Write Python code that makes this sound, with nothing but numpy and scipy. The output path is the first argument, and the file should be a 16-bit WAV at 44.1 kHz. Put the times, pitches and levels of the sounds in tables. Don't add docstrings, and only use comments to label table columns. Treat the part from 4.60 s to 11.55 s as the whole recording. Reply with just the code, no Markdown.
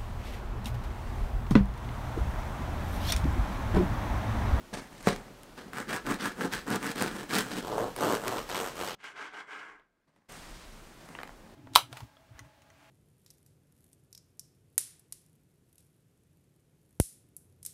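import sys
import numpy as np
from scipy import signal
from scipy.fft import rfft, irfft
from scipy.io import wavfile
from scipy.ndimage import uniform_filter1d

SR = 44100
rng = np.random.default_rng(int(sys.argv[2]) if len(sys.argv) > 2 else 0)


def generate_wav(sig):
    pcm = np.round(np.clip(np.atleast_2d(sig).T, -1, 1) * 32767).astype(np.int16)
    wavfile.write(sys.argv[1], SR, pcm)


def magnitude_from_level(level_db):
    exponent = np.asarray(level_db, float) / 20
    return 10 ** exponent


N = 306495


def rms_one(x):
    return x / np.sqrt(np.mean(x ** 2) + 1e-20)


def add(out, start, x):
    x = x[:N - start]
    out[start:start + len(x)] += x


def drift(size, rate_hz):
    r = np.exp(-2 * np.pi * rate_hz / SR)
    slow = signal.lfilter([1], [1, -2 * r, r * r], rng.standard_normal(size + 4000))
    return rms_one(slow[4000:])


def colour(x, tone, peaks):
    hz = np.linspace(1, SR / 2, 4097)
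    tone_hz, tone_db = np.transpose(tone)
    db = np.interp(np.log(hz), np.log(tone_hz), tone_db)
    db = db + sum(peak_db / (1 + (2 * (hz - f) / width) ** 2) for f, width, peak_db in peaks)
    cepstrum = irfft(np.log(magnitude_from_level(db)))
    cepstrum[1:4096] *= 2
    cepstrum[4097:] = 0
    impulse = irfft(np.exp(rfft(cepstrum)))[:4096]
    return signal.fftconvolve(x, impulse)[:len(x)]


def band(x, low_hz, high_hz):
    edges_hz = [low_hz, min(high_hz, .45 * SR)]
    return signal.sosfilt(signal.butter(2, edges_hz, "band", fs=SR, output="sos"), x)


def grains(size, per_s, spread_db):
    sizes = magnitude_from_level(spread_db * np.minimum(rng.exponential(1, size), 4))
    sizes = sizes * rng.choice([-1, 1], size)
    return rms_one(sizes * (rng.random(size) < per_s / SR))


def friction(out, motion, tone, peaks, split_hz, teeth_per_s, uneven_db, bite, crackle, patchy_db):
    start, (body_db, blade_db, crackle_db) = motion
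    size = len(body_db)

    speed = magnitude_from_level(np.maximum(.2 * (body_db - np.max(body_db)), -4))
    teeth_passed = np.cumsum(teeth_per_s * speed * magnitude_from_level(uneven_db * drift(size, 70))) / SR
    catch = np.diff(np.floor(teeth_passed), prepend=0) * magnitude_from_level(2.56 * rng.standard_normal(size))

    burst_decay = np.exp(-1 / (.003 * SR))
    share = np.clip(bite, 0, 1)
    bursts = rms_one(signal.lfilter([1], [1, -burst_decay], catch))
    gate = (1 - share + share * bursts) * magnitude_from_level(patchy_db * drift(size, 27))
    tearing = rms_one(rng.standard_normal(size) * gate)
    knock = tearing + share * rms_one(catch)
    crumbs = tearing + crackle * grains(size, 700, 3.4) * gate

    low_hz, high_hz = split_hz
    body = band(colour(knock, tone, peaks), 90, low_hz)
    blade = -band(colour(knock + crumbs, tone, peaks), low_hz, high_hz)
    hiss = -band(band(colour(crumbs, tone, peaks), high_hz, 19000), .8 * high_hz, 19000)
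    hiss = hiss + band(hiss, 2700, 6800) * (magnitude_from_level(2.18 * drift(size, 8.1)) - 1)

    mix = magnitude_from_level(body_db) * rms_one(body)
    mix = mix + magnitude_from_level(blade_db) * rms_one(blade)
    mix = mix + magnitude_from_level(crackle_db) * rms_one(hiss)
    add(out, start, mix)


def layers(weight, rub, share, lift_db):
    weight_db, rub_db = 20 * np.log10(weight), 20 * np.log10(rub)
    blade_db = share * rub_db + (1 - share) * weight_db + lift_db
    return weight_db, blade_db, rub_db


def strokes(rows, feel, end_s):
    bite, let_go, keen, share, lift_db, sink_db_per_s, rest_push_db, rest_tear_db = feel
    start = round(rows[0][0] * SR)
    t = np.arange(start, round(end_s * SR)) / SR
    push_power, tear_power = magnitude_from_level(rest_push_db) ** 2, magnitude_from_level(rest_tear_db) ** 2
    for s, length, before, push_db, tear_db in rows:
        phase = np.interp(t, [s, s + before * length, s + length], [0, np.pi / 2, np.pi])
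        speed = np.abs(np.sin(phase)) ** np.where(phase < np.pi / 2, bite, let_go)
        push_power = push_power + (magnitude_from_level(push_db) * speed) ** 2
        tear_power = tear_power + (magnitude_from_level(tear_db) * speed ** keen) ** 2
    blade_lift_db = lift_db + sink_db_per_s * (t - t[0])
    return start, layers(np.sqrt(push_power), np.sqrt(tear_power), share, blade_lift_db)


# [t/s, length/s, share before fastest point, push level/dB, tearing level/dB]
CRUST_STROKES = [(.966, .1, 0.11, -51, -55), (1.12, .14, 0.47, -39.5, -44),
                 (1.265, 0.15, 0.5, -37.5, -40.5), (1.435, 0.15, 0.51, -32.5, -40.5),
                 (1.58, .17, 0.37, -37, -40), (1.755, .15, 0.56, -33.5, -44.5),
                 (1.89, .16, 0.39, -43, -42.5), (2.055, .14, 0.64, -30, -40), (2.19, 0.16, .52, -36.5, -39),
                 (2.335, .19, 0.52, -32.5, -37), (2.46, .215, 0.53, -39, -45.5),
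                 (2.68, 0.2, 0.41, -35, -34), (2.81, .3, 0.6, -37.5, -42.5)]
CRUMB_STROKES = [
    (3.014, .1, .3, -43, -51.5),
    (3.05, .29, .48, -32.5, -48),
    (3.352, .27, .47, -29, -39.5),
    (3.58, .285, 0.51, -35.5, -43.5),
    (3.865, .28, .45, -37.5, -41),
    (4.145, 0.24, .38, -41, -42.5),
]
BASE_STROKES = [
    (4.375, 0.11, .6, -68, -58),
    (4.428, 0.17, 0.15, -59, -46.5),
    (4.53, .23, .45, -52.5, -48.5),
    (4.7, .21, .36, -55.5, -52.5),
    (4.85, 0.49, 0.17, -56, -53.5),
]
# [bite power, let-go power, tearing power, tearing share of blade, blade lift/dB,
# lift change/(dB/s), resting push/dB, resting tearing/dB]
CRUST_FEEL = (1.13, 1.56, 1.0, 0.93, 4.5, -2.5, -55, -68)
CRUMB_FEEL = (1.0, 1.38, 0.67, 0.62, -5.5, 5.5, -53, -68.5)
BASE_FEEL = (0.78, 2.5, 1.8, 0.58, 5.5, 5, -90.5, -99)
# [f/Hz, level/(dB per Hz)]
CRUST_TONE = [(47, -49.5), (80, -12), (177, -0.5), (242, 1.5), (330, -2), (421, -5.5), (600, -12),
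              (1660, -5.5), (2310, -7), (7820, -21), (13900, -26.5), (15900, -26.5)]
CRUMB_TONE = [(47, -53), (80, -22), (119, -2.5), (166, -6.5), (421, 1), (586, -3), (934, -5.5), (2470, -17),
              (8350, -23.5), (10900, -30), (13600, -25), (15900, -38)]
BASE_TONE = [(59, -64), (100, -25), (254, -16.5), (295, -7.5), (372, -17.5), (414, -9.5), (523, -17.5),
             (1570, -5.5), (1830, -12.5), (2160, -7), (3520, -22.5), (7880, -32), (15900, -58)]
# [f/Hz, width/Hz, level/dB]
LOAF_PEAKS = [(205, 17, 1.5), (250, 40, 1), (430, 25, 6.5), (508, 22, 5), (1630, 550, 4), (4930, 200, 2),
              (8300, 1400, 5.5)]
CUT_LOAF_PEAKS = [(443, 45, 1.96), (513.6, 31, 4.8), (950, 29, 1.2), (2950, 1000, 5), (8040, 500, 4),
                  (13300, 1500, .5)]
BLADE_PEAKS = [(420, 73, 4.5), (746, 51, 3.8), (1060, 30, 4.8), (1613, 170, 8.7), (2090, 200, 4.9),
               (3000, 340, 4.9), (3320, 120, 7.5), (3670, 72, 2.6)]
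CRUST_END_S, CRUMB_END_S, BASE_END_S = 3.011, 4.349, 5.45


def knife():
    out = np.zeros(N)
    friction(out, strokes(CRUST_STROKES, CRUST_FEEL, CRUST_END_S), CRUST_TONE, LOAF_PEAKS, (750, 2200),
             teeth_per_s=210, uneven_db=2.5, bite=.62, crackle=.85, patchy_db=1.6)
    friction(out, strokes(CRUMB_STROKES, CRUMB_FEEL, CRUMB_END_S), CRUMB_TONE, CUT_LOAF_PEAKS, (1100, 2300),
             teeth_per_s=125, uneven_db=1.2, bite=.58, crackle=.5, patchy_db=.8)
    friction(out, strokes(BASE_STROKES, BASE_FEEL, BASE_END_S), BASE_TONE, BLADE_PEAKS, (800, 2600),
             teeth_per_s=180, uneven_db=2.5, bite=.35, crackle=.35, patchy_db=.8)
    return out


# [t/s, snap peak level/dB, knock peak level/dB]
CRACKS = [(1.133, -34, -30.5), (1.1628, -47, -39), (1.3091, -39, -24), (1.3329, -25, -25),
          (1.4685, -34, -32), (1.5, -34, -28), (1.8094, -31, -23.5), (1.9342, -24, -43),
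          (1.949, -24.5, -39), (2.08, -32, -32), (2.1033, -23, -31), (2.1586, -17, -32), (2.2656, -25, -32),
          (2.315, -24, -33), (2.3587, -29, -35), (2.3839, -31.5, -42.5), (2.411, -28, -24.5),
          (2.4232, -13.5, -14.5), (2.7081, -36, -28.5), (2.745, -20, -22.5), (2.785, -12, -33.5),
          (3.1814, -38, -35), (3.3631, -24.5, -27.5), (3.409, -22, -26.5), (3.5242, -27, -20),
          (3.5515, -21.5, -25), (3.68, -19, -22), (3.7832, -33, -25.5), (3.8981, -27, -26.5),
          (3.9514, -39, -23)]
TICKS = [(0.4278, -31.5, -43), (0.4718, -21, -15), (0.4823, -22, -17.5), (0.5618, -29, -32),
         (0.8333, -34, -58), (0.9762, -42, -51), (4.4417, -43, -45), (4.7301, -57, -48), (5.1971, -68, -54),
         (5.5623, -61.5, -59), (5.7229, -36, -45.5), (6.489, -39.5, -39.5), (6.551, -51, -30),
         (6.5877, -52, -30.5), (6.5909, -49.5, -38), (6.602, -54, -34), (6.6142, -44, -34),
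         (6.6173, -50, -43), (6.6325, -33.5, -26.5), (6.675, -44, -39), (6.693, -54, -35),
         (6.704, -50, -47)]


def cracks():
    out, t = np.zeros(N), np.arange(700) / SR
    rows = CRACKS + TICKS
    noise = rng.standard_normal((len(rows), len(t)))
    for (s, snap_db, knock_db), tail in zip(rows, noise):
        snap = band(.5 * tail * np.exp(-t / .0012) - (t == 0) * 2, 2000, 13000)
        knock = .6 * tail * np.exp(-t / .002) - (t == 0) * 3
        knock = band(band(knock, 400, 2600), 400, 2600)
        both = magnitude_from_level(snap_db - 2.5) * snap / np.max(np.abs(snap))
        both = both + magnitude_from_level(knock_db + .5) * knock / np.max(np.abs(knock))
        add(out, round(s * SR), both)
    return out


# [t/s, peak level/dB]
LANDING = [
    (0.129, -26),
    (0.313, -36.5),
    (0.472, -1.5),
    (0.481, -27.5),
    (0.503, -17.5),
    (0.524, -17),
]
# [f/Hz, level/dB, T60/s]
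BOARD_MODES = [
    (182, -14.5, .1),
    (210, 3, 0.028),
    (420, -2.5, 0.028),
    (520, -9, 0.032),
    (693, -15, 0.08),
    (1145, -14.5, 0.13),
]


def landing():
    out = np.zeros(N)
    at = [round(s * SR) for s, _ in LANDING]
    luck = rng.standard_normal((len(at), len(BOARD_MODES)))
    contact = np.hanning(36) / 18
    for (hz, level_db, t60_s), chance in zip(BOARD_MODES, luck.T):
        clicks = np.full(N // 4, 1e-18)
        clicks[at] = -magnitude_from_level(np.array(LANDING)[:, 1] + level_db - 9.5 + 0.73 * chance)
        r, w = magnitude_from_level(-60 / (t60_s * SR)), 2 * np.pi * hz / SR
        add(out, 0, signal.lfilter(np.sin(w) * contact, [1, -2 * r * np.cos(w), r * r], clicks))
    return band(out, 160, 6000)


WEIGHT_FADE, RUB_SHARE, RUB_DB, HAND_REST_DB = .8, .6, 1.5, -99


def touches(rows, end_s):
    start = round(rows[0][0] * SR)
    t = np.arange(start, min(round(end_s * SR), N)) / SR
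    weight = rustle = magnitude_from_level(HAND_REST_DB)
    for s, rise, fade, weight_db, rustle_db in rows:
        up = np.clip((t - s) / rise, 0, 1)
        after = np.maximum(t - s - rise, 0)
        weight = weight + up * magnitude_from_level(weight_db - WEIGHT_FADE * fade * after)
        rustle = rustle + up * magnitude_from_level(rustle_db - fade * after)
    return start, layers(weight, rustle, RUB_SHARE, RUB_DB)


# [t/s, rise/s, fade/(dB/s), weight level/dB, rustle level/dB]
PLACING = [
    (.127, 0.012, 159, -42, -43.5),
    (.28, .14, 89.5, -58.5, -55.5),
    (.445, .022, 300, -58, -51),
    (.468, 0.02, 232, -33.5, -38),
    (.55, 0.033, 69, -53, -69),
]
TIPPING = [
    (5.468, 0.0069, 39.8, -75, -86.5),
    (5.556, .006, 260, -71.5, -84),
]
LIFTING = [
    (5.69, .006, 22, -59.5, -52.5),
    (6.35, .2, 62, -57, -65),
    (6.76, .17, 25, -59.5, -92),
]
# [f/Hz, width/Hz, level/dB]
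HAND_TONE = [(47, -46), (80, -4.5), (152, 1), (270, -2.5), (394, -10), (1190, -13), (1450, -16.5),
             (1660, -10.5), (8350, -21.5), (15900, -38)]
SKIN_PEAKS = [(214, 17, 3), (534, 50, 3.6), (8580, 900, 4)]


def hands():
    out = np.zeros(N)
    friction(out, touches(PLACING, 0.98), HAND_TONE, SKIN_PEAKS, (750, 2250),
             teeth_per_s=52, uneven_db=2.0, bite=.2, crackle=0.32, patchy_db=3.26)
    friction(out, touches(TIPPING, 5.68), HAND_TONE, SKIN_PEAKS, (750, 2250),
             teeth_per_s=90, uneven_db=3.0, bite=.3, crackle=.3, patchy_db=2.5)
    friction(out, touches(LIFTING, N / SR), HAND_TONE, SKIN_PEAKS, (750, 2250),
             teeth_per_s=82, uneven_db=-2.0, bite=0.059, crackle=0.067, patchy_db=1.3)
    return out


KITCHEN_T60_S, KITCHEN_DB, WALL_CUT_HZ = .2, -13, 9000


def kitchen(x):
    t = np.arange(round(.5 * SR)) / SR
    tail = rng.standard_normal(len(t)) * magnitude_from_level(-60 * t / KITCHEN_T60_S) * (t > .006)
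    tail = band(tail, 180, WALL_CUT_HZ)
    return magnitude_from_level(KITCHEN_DB) * signal.fftconvolve(x, tail / np.sqrt(np.sum(tail ** 2)))[:N]


# [t/s, bass level/dB, treble level/dB]
GAIN = [
    (0, 0, 6),
    (1.11, 1.5, 5),
    (4.348, -1, 13),
    (4.356, -18.5, -29.5),
    (5.682, -26.5, -20.5),
    (5.69, -1, 8.5),
    (6.95, -1, 1.5),
]


def gain_db():
    s, bass_db, treble_db = np.transpose(GAIN)
    t = np.arange(N) / SR
    return np.interp(t, s, bass_db), np.interp(t, s, treble_db)


# [f/Hz, level/(dB per Hz)]
HUM_TONE = [(35, -34), (60, -13), (212, -3.5), (322, -8), (362, -6.5), (407, -10.5), (551, -10.5),
            (1010, -16.5), (1430, -19), (1730, -24), (8070, -34), (15900, -40)]
# [middle t/s, length/s, level/dB]
GUSTS = [(.18, 0.18, -57), (.52, .2, -45), (1.491, .3, -55), (1.991, 0.2, -56), (2.51, 0.36, -60),
         (3.12, 0.55, -57), (3.803, 0.6, -60), (5.169, .15, -53), (5.9, 0.28, -51), (6.12, 0.49, -52.5),
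         (6.721, .2, -59)]
HUM_DB, RUMBLE_DB, RUMBLE_WANDER_DB, QUIET_RUMBLE_DB = -52.5, -64, 1.5, 1


def background():
    hum = magnitude_from_level(HUM_DB - 2.5) * rms_one(colour(rng.standard_normal(N), HUM_TONE, []))
    bass = band(hum, 40, 2100)
    bass_db, treble_db = gain_db()
    t = np.arange(N) / SR
    air = magnitude_from_level(RUMBLE_DB + RUMBLE_WANDER_DB * drift(N, 1.2) + QUIET_RUMBLE_DB * (bass_db < -10))
    air = air + sum(magnitude_from_level(db) * np.exp(-8 * ((t - s) / length) ** 2) for s, length, db in GUSTS)
    rumble = band(rng.standard_normal(N), 24, 41)
    steady = rumble / uniform_filter1d(rumble ** 2, size=6000) ** .35
    return magnitude_from_level(bass_db) * (bass + air * rms_one(steady)) + magnitude_from_level(treble_db) * (hum - bass)


def scene():
    near = knife() + hands() + cracks() + landing()
    drop = round(GAIN[3][0] * SR)
    before = near * (np.arange(N) < drop)
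    wet = kitchen(before) * magnitude_from_level(gain_db()[0]) + kitchen(near - before)
    return (near + wet + background())[None]


def roll_off(x):
    return signal.sosfilt(signal.butter(12, 16020, fs=SR, output="sos"), x)


CUTOFF_HZ = 16060


def record(dry):
    low_pass = signal.cheby2(30, 80, CUTOFF_HZ, fs=SR, output="sos")
    mix = signal.sosfilt(low_pass, dry)
    return roll_off(mix)


dry = scene()
out = record(dry)
generate_wav(out)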